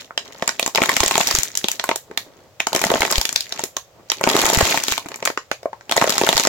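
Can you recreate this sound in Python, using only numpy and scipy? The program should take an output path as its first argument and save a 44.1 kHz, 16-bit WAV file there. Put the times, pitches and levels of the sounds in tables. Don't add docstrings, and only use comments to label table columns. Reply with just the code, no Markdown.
import sys
import numpy as np
from scipy import signal
from scipy.fft import rfft, irfft, next_fast_len
from scipy.io import wavfile
from scipy.ndimage import uniform_filter1d, map_coordinates

SR = 44100
rng = np.random.default_rng(int(sys.argv[2]) if len(sys.argv) > 2 else 0)


def file_out(sig):
    cols = np.atleast_2d(sig).T
    lim = np.clip(cols, -1, 1)
    pcm = np.round(lim * 32767).astype(np.int16)
    wavfile.write(sys.argv[1], SR, pcm)


N = 285757

# frequency in Hz, relative level in dB.
AIR_SPECTRUM = [(25, -18), (110, 2), (230, -15.5), (540, -1), (850, -9), (1600, -15.5), (7100, -20),
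                (9500, -31.5), (16000, -25)]
# frequency in Hz, likeness from 0 (unrelated) to 1 (the same).
LEFT_RIGHT_LIKENESS = [(100, 0.73), (500, 0.84), (1000, 0.71), (2000, 0.049), (5000, 0.036), (14000, 0.042)]
# frequency in Hz, time to fade by 60 dB in seconds.
ROOM_FADE_TIMES = [(200, 0.0362), (4000, 0.2), (14000, 0.22)]
# frequency in Hz, level in dB.
ROOM_SPECTRUM = [(100, -15), (500, -1.5), (1500, -8), (4000, -7.5), (8000, -8.5), (14000, -5.5)]
# start in seconds, level in dB before a common lift.
BUMPS = [(1.007, -25.5), (1.06, -32.5), (1.342, -26.5), (1.385, -25), (3.003, -28.5), (3.181, -15),
         (4.444, -31.5), (4.574, -17), (4.627, -18), (4.917, -33.5), (6.352, -28)]
# start in seconds, pitch in Hz, level in dB.
DENTS = [(0.423, 192, -27), (0.8167, 226, -9.5), (1.203, 206, -21), (1.642, 210, -19.5), (2.101, 410, -24),
         (2.859, 194, -16), (3.636, 400, -10.5), (4.272, 228, -18), (6.291, 200, -17)]
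# start in seconds, end in seconds, rub or flutter level in dB, crinkle level in dB.
TOUCHES = [(0, 0.01, -45, -37), (0.257, 0.678, -42, -45.5), (1.597, 1.9, -47, -42.5),
           (2.12, 2.45, -50, -61), (3.372, 3.5, -68, -40.5), (3.574, 3.62, -32.5, -36.5),
           (3.995, 4.03, -53, -69), (4.137, 4.2, -69, -42.5), (4.894, 4.928, -35.5, -24),
           (5.0, 5.28, -43, -46.5)]
# start in seconds, end in seconds, then panel flutter level in dB
# and crinkle level in dB, both before the build-up, drift and release set below.
SQUEEZES = [(0.779, 1.363, -25, -28.5), (2.716, 3.169, -24.5, -31.5), (4.245, 4.73, -15.5, -24),
            (5.93, 6.47, -23.5, -30.5)]
# frequency in Hz, relative level in dB.
PANEL_SPECTRUM = [(60, -21), (130, -8.5), (200, -3.5), (430, 0.5), (680, -0.5), (1000, -2), (1500, -6),
                  (2200, -7), (5000, -50.5)]
# frequency in Hz, relative level in dB.
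CREASE_SPECTRUM = [(500, -9), (1100, -6.5), (1600, 1), (3000, 0.5), (5000, -1.5), (7300, -3), (8500, -16),
                   (12000, -37.5)]
# frequency in Hz, relative level in dB.
SIZZLE_SPECTRUM = [(4000, -29), (7000, 6.5), (8200, 0), (9500, -8), (11300, -1.5), (13500, -5.5),
                   (15500, -9), (17000, -6)]
# frequency in Hz, relative level in dB.
CRINKLE_SPECTRUM = [(600, -14), (1500, 0.5), (2300, 3), (3000, 1.5), (4200, 1.5), (7200, 0.5), (8800, -16),
                    (11300, -8), (15500, -5.5)]
# time in seconds, panel pitch in Hz, panel level in dB,
# crease pitch in Hz, crease level in dB, sizzle level in dB (the last two before a left-right tilt).
SNAPS = [ (0.1076, 1320, -29, 1600, -56, -61), (0.177, 594, -25.5, 3170, -13.5, -34),
         (0.4237, 530, -15.5, 2000, -19.5, -37), (0.4774, 960, -18.5, 7440, -12, -19.5),
         (0.4916, 1510, -17.5, 5970, -15.5, -38), (0.5957, 653, -19, 2500, -13.5, -19),
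         (0.6276, 540, -25, 3900, -15.5, -33.5), (0.6624, 970, -24, 7060, -15.5, -24),
         (0.6771, 790, -21, 6600, -23.5, -24), (0.7492, 626, -20, 5120, -14.5, -29.5),
         (0.7578, 900, -18, 2950, -13, -21), (0.7755, 920, -34, 2320, -12.5, -33.5),
         (0.782, 750, -11, 2170, -27, -44), (0.8187, 363, -11.5, 2410, -12.5, -26),
         (0.8359, 1500, -15, 2350, -16, -24), (0.8926, 1310, -19, 2020, -9.5, -20),
         (0.9167, 500, -25, 2180, -19, -27), (0.9664, 572, -21.5, 2140, -11, -23.5),
         (1.0042, 945, -16, 7030, -10, -18.5), (1.0326, 537, -13, 2420, -15.5, -32.5),
         (1.0615, 566, -24, 7450, -13.5, -30), (1.1105, 1004, -15, 3620, -23.5, -25),
         (1.1547, 830, -15, 3160, -13.5, -23), (1.179, 744, -11, 7190, -13, -16),
         (1.2044, 850, -14, 3780, -32, -40), (1.2113, 870, -26, 3430, -13, -25.5),
         (1.272, 1110, -36, 5760, -13, -18), (1.3109, 1280, -20, 5060, -13.5, -19),
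         (1.3503, 360, -28.5, 6400, -11.5, -17), (1.3868, 1240, -26, 7220, -14, -18),
         (1.433, 930, -45, 7100, -17.5, -15.5), (1.553, 1000, -38, 7000, -20, -24),
         (1.5737, 1200, -65, 6600, -15.5, -16.5), (1.643, 376, -19.5, 3640, -14, -31),
         (1.6846, 894, -25.5, 2980, -14.5, -18), (1.7156, 1170, -53, 6660, -18.5, -19.5),
         (1.7965, 824, -24, 3370, -17, -35), (1.8403, 1030, -18.5, 1460, -21, -21),
         (1.8909, 830, -12, 2470, -16.5, -27), (1.9136, 920, -14, 2130, -18.5, -49),
         (1.9595, 657, -26, 6800, -20, -21.5), (2.1125, 440, -29, 1600, -41.5, -54),
         (2.1753, 920, -29, 3650, -14, -20.5), (2.6026, 870, -23.5, 2520, -12, -27.5),
         (2.6698, 874, -15, 6640, -15, -22.5), (2.7304, 896, -17.5, 3660, -19, -23),
         (2.7495, 517, -14.5, 3210, -16, -17.5), (2.7618, 493, -17, 6300, -14.5, -18.5),
         (2.8174, 443, -28, 2250, -22, -24), (2.8395, 645, -14, 2020, -12.5, -17.5),
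         (2.9023, 600, -12, 3080, -18, -48), (2.9158, 537, -9.5, 7500, -27, -26.5),
         (2.9392, 600, -11, 3270, -18, -55), (2.9562, 485, -13.5, 2190, -25, -46),
         (3.0066, 910, -24, 4100, -21, -18.5), (3.0195, 900, -15.5, 2190, -11.5, -27),
         (3.0313, 573, -14, 2250, -20.5, -39), (3.0507, 745, -18, 2330, -16.5, -31),
         (3.1128, 428, -23, 6900, -18, -17), (3.1246, 870, -20.5, 5000, -14, -24),
         (3.1565, 1400, -46, 3500, -14.5, -43), (3.1814, 530, -22, 4600, -15, -20),
         (3.2133, 910, -26.5, 5100, -15, -18), (3.2534, 1400, -31, 3580, -14, -19),
         (3.2918, 810, -33, 7000, -17, -29), (3.3272, 990, -36, 6540, -24, -25),
         (3.3603, 1000, -30.5, 4350, -8.5, -20.5), (3.407, 1210, -40, 4270, -17.5, -24.5),
         (3.524, 930, -31, 4030, -19, -33), (3.5932, 820, -24, 7340, -22.5, -36),
         (3.6382, 420, -31.5, 5600, -21.5, -18.5), (3.7676, 1060, -23, 6600, -18, -25.5),
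         (4.1007, 620, -27.5, 6000, -12.5, -34), (4.1178, 930, -23.5, 3220, -13.5, -23.5),
         (4.2114, 613, -16.5, 1630, -34, -28.5), (4.2389, 467, -13.5, 1480, -11, -25),
         (4.2734, 644, -7, 1560, -18, -26), (4.299, 1080, -24.5, 3640, -14.5, -27),
         (4.3499, 405, -14.5, 1600, -43, -27), (4.4067, 980, -42, 4260, -19.5, -27),
         (4.455, 870, -17, 1780, -20, -17.5), (4.4642, 800, -20, 7100, -16, -17),
         (4.608, 930, -10, 1630, -13, -23), (4.7431, 790, -14.5, 2730, -27, -28),
         (4.7744, 1190, -19, 1970, -14.5, -21), (4.8372, 985, -30, 7200, -15.5, -22),
         (4.8828, 1140, -20.5, 3900, -15.5, -20), (4.922, 1120, -20.5, 2660, -15.5, -19),
         (4.979, 1000, -20.5, 3480, -18, -24.5), (5.0596, 300, -26.5, 1590, -47, -41.5),
         (5.0864, 684, -34, 3630, -34.5, -34.5), (5.1171, 980, -30.5, 2400, -33, -43),
         (5.1425, 950, -37.5, 2320, -27, -41), (5.159, 1160, -41, 7000, -38, -30),
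         (5.2263, 580, -21.5, 2320, -25.5, -47), (5.2532, 1290, -28.5, 7460, -15.5, -18),
         (5.2575, 1330, -20, 2450, -20.5, -20), (5.2747, 1010, -16, 2030, -13.5, -29.5),
         (5.3014, 503, -20.5, 1590, -28, -45), (5.375, 1400, -16, 1790, -19, -43),
         (5.515, 553, -18.5, 1490, -16, -31.5), (5.6306, 580, -32, 5150, -42, -49),
         (5.6567, 604, -13, 1620, -46.5, -50), (5.7306, 900, -25, 1620, -40.5, -65),
         (5.81, 1230, -44, 1560, -40, -74), (5.8951, 715, -27, 3260, -25.5, -36),
         (5.913, 1030, -18, 3400, -17, -20.5), (5.922, 1040, -16.5, 3250, -13, -25),
         (5.9657, 990, -13.5, 7000, -19.5, -18), (5.9779, 654, -10.5, 2020, -12, -38),
         (6.0138, 670, -13.5, 1930, -14, -29), (6.0217, 910, -9, 1640, -19.5, -35),
         (6.0418, 580, -13, 1560, -40, -46), (6.0749, 635, -14, 6440, -22, -40),
         (6.0949, 1230, -17, 5070, -14.5, -18), (6.1237, 687, -25, 3800, -19.5, -27),
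         (6.1807, 1170, -16, 7100, -10.5, -20), (6.2355, 382, -12.5, 3920, -19, -40.5),
         (6.2724, 1380, -13.5, 1640, -24, -42), (6.2898, 676, -9, 3630, -8, -15.5),
         (6.328, 930, -13.5, 3500, -14.5, -21), (6.368, 1210, -17, 5030, -13, -21),
         (6.3782, 725, -18.5, 3710, -9.5, -16), (6.3974, 910, -17.5, 6900, -11.5, -22),
         (6.4508, 1080, -13.5, 5840, -15.5, -32), (6.4717, 570, -11.5, 7120, -11, -25)]

TOP_HZ = 16250
ATTACK_S, ATTACK_DB, RELEASE_DB_PER_S = 0.11, 13, 114
FLUTTER_SAG_DB_PER_S, CRINKLE_GROWTH_DB_PER_S = 11, 6
TOUCH_FADE_DB_PER_S = 278.5
PANEL_HZ, CREASE_HZ = 816, 3930
SIZZLE_DB, SMALL_LIMIT_DB = -2.5, -16.5
SMALL_PANEL_DB, SMALL_CREASE_DB, SMALL_SCATTER_DB = 3, 4, 5
PANEL_SCATTER_OCTAVES, CREASE_SCATTER_OCTAVES = 0.4, 0.7


def amp(db):
    return 10 ** (np.asarray(db) / 20)


def unit(x):
    return x / np.sqrt(np.mean(x ** 2) + 1e-20)


def along(points, hz):
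    f, v = np.transpose(points)
    return np.interp(np.log(hz + 1), np.log(f + 1), v)


def colour(table):
    return lambda hz: amp(along(table, hz))


def hump(hz, centre, octaves, skirt_db):
    distance = np.log2((hz + 1) / centre) / octaves
    return amp(skirt_db) + 1 / (1 + distance ** 2)


def shaped(x, gain):
    size = 2 * next_fast_len(x.shape[-1])
    log_gain = np.log(np.maximum(gain(np.fft.rfftfreq(size, 1 / SR)), 1e-6))
    cepstrum = irfft(log_gain)
    cepstrum[..., 1:size // 2] *= 2
    cepstrum[..., size // 2 + 1:] = 0
    response = np.exp(rfft(cepstrum))
    return irfft(rfft(x, size) * response)[..., :x.shape[-1]]


def ports(pair):
    size = next_fast_len(pair.shape[-1], True)
    likeness = along(LEFT_RIGHT_LIKENESS, np.fft.rfftfreq(size, 1 / SR))
    angle = np.arccos(np.clip(likeness, -1, 1)) / 2
    a, b = rfft(pair, size)
    mid, side = a * np.cos(angle), b * np.sin(angle)
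    return irfft(np.array([mid + side, mid - side]), size)[..., :pair.shape[-1]]


def stereo_noise():
    return ports(rng.standard_normal((2, N)))


def ring(t, hz, cycles, lag, attack):
    delay = np.array([np.maximum(lag, 0), np.maximum(-lag, 0)])
    age = np.maximum(t - delay, 0)
    fade = np.exp(-age * hz / cycles) * (1 - np.exp(-age / attack))
    return np.sin(2 * np.pi * hz * age) * fade


def placed(times, sounds):
    start = np.round(times * SR).astype(int)
    index = np.maximum(start[:, None] + np.arange(sounds.shape[-1]), 0)
    return np.array([np.bincount(index.ravel(), side.ravel(), N)[:N] for side in sounds])


def air():
    return amp(-52.5) * unit(shaped(stereo_noise(), colour(AIR_SPECTRUM)))


def room(x):
    hz, t, grains = signal.stft(rng.standard_normal((2, SR // 2)), SR, nperseg=256)
    fade = amp(-60 * t / along(ROOM_FADE_TIMES, hz)[:, None])
    tail = signal.istft(grains * fade, SR, nperseg=256)[1]
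    age = np.arange(tail.shape[-1]) / SR
    echo = 0.53 * np.exp(-((age - 0.017) / 0.0022) ** 2)
    tail *= (1 - np.exp(-age / 0.00093)) * (1 + echo)
    tail = shaped(ports(tail / np.linalg.norm(tail[0])), colour(ROOM_SPECTRUM))
    return signal.fftconvolve(x, tail, axes=1)[:, :N]


def bumps():
    s, db = np.transpose(BUMPS)
    t = np.arange(SR // 10) / SR
    sway = rng.standard_normal((len(BUMPS), 2, 1)).swapaxes(0, 1)
    hz = 62 * np.exp(0.54 * sway)
    push = -np.sin(2 * np.pi * hz * t / (1 + t / 0.18)) * np.exp(-t / 0.0065)
    return placed(s, amp(db + 10.5)[None, :, None] * push)


def dents():
    s, hz, db = np.transpose(DENTS)[:, :, None]
    t = np.arange(SR // 20) / SR
    return placed(s.ravel(), amp(db) * ring(t, hz, cycles=1.2, lag=0 * s, attack=0.0011))


def touching(t):
    start, end, rub_db, crinkle_db = np.transpose(TOUCHES)[:, :, None]
    fade_db = TOUCH_FADE_DB_PER_S * np.abs(t - np.clip(t, start, end))
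    return amp((rub_db - fade_db).max(0)), amp((crinkle_db - fade_db).max(0))


def squeezing(t):
    start, end, flutter_db, crinkle_db = np.transpose(SQUEEZES)[:, :, None]
    held = np.clip(t - start, 0, end - start)
    build_db = -ATTACK_DB * np.maximum(1 - (t - start) / ATTACK_S, 0) ** 2
    pressure_db = build_db - RELEASE_DB_PER_S * np.maximum(t - end, 0)
    flutter = amp(flutter_db + pressure_db - FLUTTER_SAG_DB_PER_S * held).sum(0)
    crinkle = amp(crinkle_db + pressure_db + CRINKLE_GROWTH_DB_PER_S * held).sum(0)
    return flutter, crinkle


def ticks(rate, spread_db, life):
    struck = rng.random(N) < rate / SR
    size_db = spread_db * np.minimum(rng.exponential(size=N), 3)
    power = struck * amp(size_db) ** 2
    power = signal.lfilter([1], [1, -np.exp(-2 / (life * SR))], power)
    power /= np.abs(uniform_filter1d(power, int(0.06 * SR))) + 0.033 * power.mean()
    return unit(np.sqrt(power) * stereo_noise())


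def rubbing():
    wander = map_coordinates(rng.standard_normal(N // 900 + 2), [np.arange(N) / 900])
    dull = shaped(stereo_noise(), lambda hz: 1 / (1 + (hz / 900) ** 2))
    return unit(amp(4 * wander) * dull)


def fine_creases(effort):
    def shower():
        return ticks(rate=40 + 420 * effort ** 2, spread_db=5.5, life=0.0011)

    creases = 0
    for centre in (2050, 3700, 6800):
        creases = creases + shaped(shower(), lambda hz: hump(hz, centre, octaves=0.46, skirt_db=-14.0))
    creases = unit(shaped(creases, colour(CRINKLE_SPECTRUM)))
    sizzle = unit(shaped(shower(), colour(SIZZLE_SPECTRUM)))
    return creases + amp(-9.5) * effort * sizzle


def folds():
    t = np.arange(N) / SR
    flutter, crinkle = np.hypot(squeezing(t), touching(t))
    effort = np.sqrt(crinkle / crinkle.max())
    grip = 1 / (1 + (amp(-56) / flutter) ** 2)
    rub = rubbing()
    flaps = ticks(rate=120 + 400 * effort ** 2, spread_db=4.0, life=0.0016)
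    flaps = np.sqrt(grip) * flaps + np.sqrt(1 - grip) * rub
    flaps = unit(shaped(flaps, colour(PANEL_SPECTRUM)))
    return flutter * flaps + crinkle * fine_creases(effort)


def small_buckles(count):
    start, end = np.transpose(SQUEEZES)[:2, :, None]
    share = (np.arange(count) + rng.random((len(SQUEEZES), count))) / count
    s = (start + (end - start) * share).ravel()
    width, length, swing, force = rng.standard_normal((len(s), 4)).T
    flutter_db, crinkle_db = 20 * np.log10(squeezing(s))
    panel_hz = PANEL_HZ * 2 ** (PANEL_SCATTER_OCTAVES * width)
    panel_db = flutter_db + SMALL_PANEL_DB + SMALL_SCATTER_DB * swing
    crease_hz = CREASE_HZ * 2 ** np.clip(CREASE_SCATTER_OCTAVES * length, -1, 1)
    crease_db = crinkle_db + SMALL_CREASE_DB + SMALL_SCATTER_DB * force
    crease_db = np.minimum(crease_db, SMALL_LIMIT_DB)
    return np.transpose([s, panel_hz, panel_db, crease_hz, crease_db, crease_db + SIZZLE_DB])


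def bursts(t, life, count):
    noise = rng.standard_normal((count, 2, len(t))).swapaxes(0, 1)
    return ports(noise) * np.exp(-t / life)


def blow(x):
    energy = np.mean(np.sum(x ** 2, -1, keepdims=True), 0)
    return x / np.sqrt(energy / (0.005 * SR) + 1e-20)


def panel(t, hz0, hollow, lag, way):
    noise = bursts(t, life=0.0035, count=len(hz0))
    flap = shaped(noise, lambda hz: colour(PANEL_SPECTRUM)(hz) * hump(hz, hz0, octaves=0.73, skirt_db=-7))
    pop = way * ring(t, hz0, cycles=0.77 + 0.37 * hollow, lag=lag, attack=0.0015 + 0.0025 * hollow)
    return blow((1 - 0.92 * hollow) * blow(flap) + 0.79 * blow(pop))


def crease(t, hz0, lag, way):
    tear = shaped(bursts(t, life=0.0014, count=len(hz0)), colour(CREASE_SPECTRUM))
    crack = blow(shaped(tear, lambda hz: hump(hz, hz0, octaves=0.35, skirt_db=-11)))
    ping = blow(way * ring(t, hz0, cycles=8.9, lag=lag, attack=0.0001))
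    ahead = blow(crack + 0.45 * ping)
    around = blow(crack + blow(tear))
    return ahead, around


def film_sizzle(t, count):
    return blow(shaped(bursts(t, life=0.0018, count=count), colour(SIZZLE_SPECTRUM)))


def snaps():
    rows = np.vstack([SNAPS, small_buckles(count=15)])
    s, panel_hz, panel_db, crease_hz, crease_db, sizzle_db = rows.T[:, :, None]
    t = np.arange(1024) / SR
    place, inward, turn, wait = rng.standard_normal((len(s), 4)).T[:, :, None]
    lag = 0.00011 * place
    way = np.sign(inward)
    hollow = 1 / (1 + amp(crease_db - panel_db + 24.5) ** 2)
    body = amp(panel_db) * panel(t, panel_hz, hollow, lag, way)
    ahead, around = crease(t, crease_hz, lag, way)
    sizzle = amp(sizzle_db) * film_sizzle(t, len(s))
    left = np.array([1, -1])[:, None, None]
    treble = amp(left * turn) * (amp(crease_db) * ahead + amp(left * 2.7) * sizzle)
    early = s - 0.0016 * np.exp(0.5 * wait)
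    lead_in = placed(early.ravel(), amp(crease_db - 17) * around)
    direct = placed(s.ravel(), body + treble) + lead_in
    spread = placed(s.ravel(), body + amp(crease_db) * around + sizzle)
    return direct, spread


def scene():
    direct, spread = snaps()
    wall = folds() + dents()
    return direct + wall + room(spread + wall) + bumps() + air()


def record(dry):
    clipped = dry / (1 + np.abs(dry) ** 5) ** (1 / 5)
    size = next_fast_len(N + 8192)
    kept = np.fft.rfftfreq(size, 1 / SR) < TOP_HZ
    return irfft(rfft(clipped, size) * kept, size)[:, :N]


dry = scene()
out = record(dry)
file_out(out)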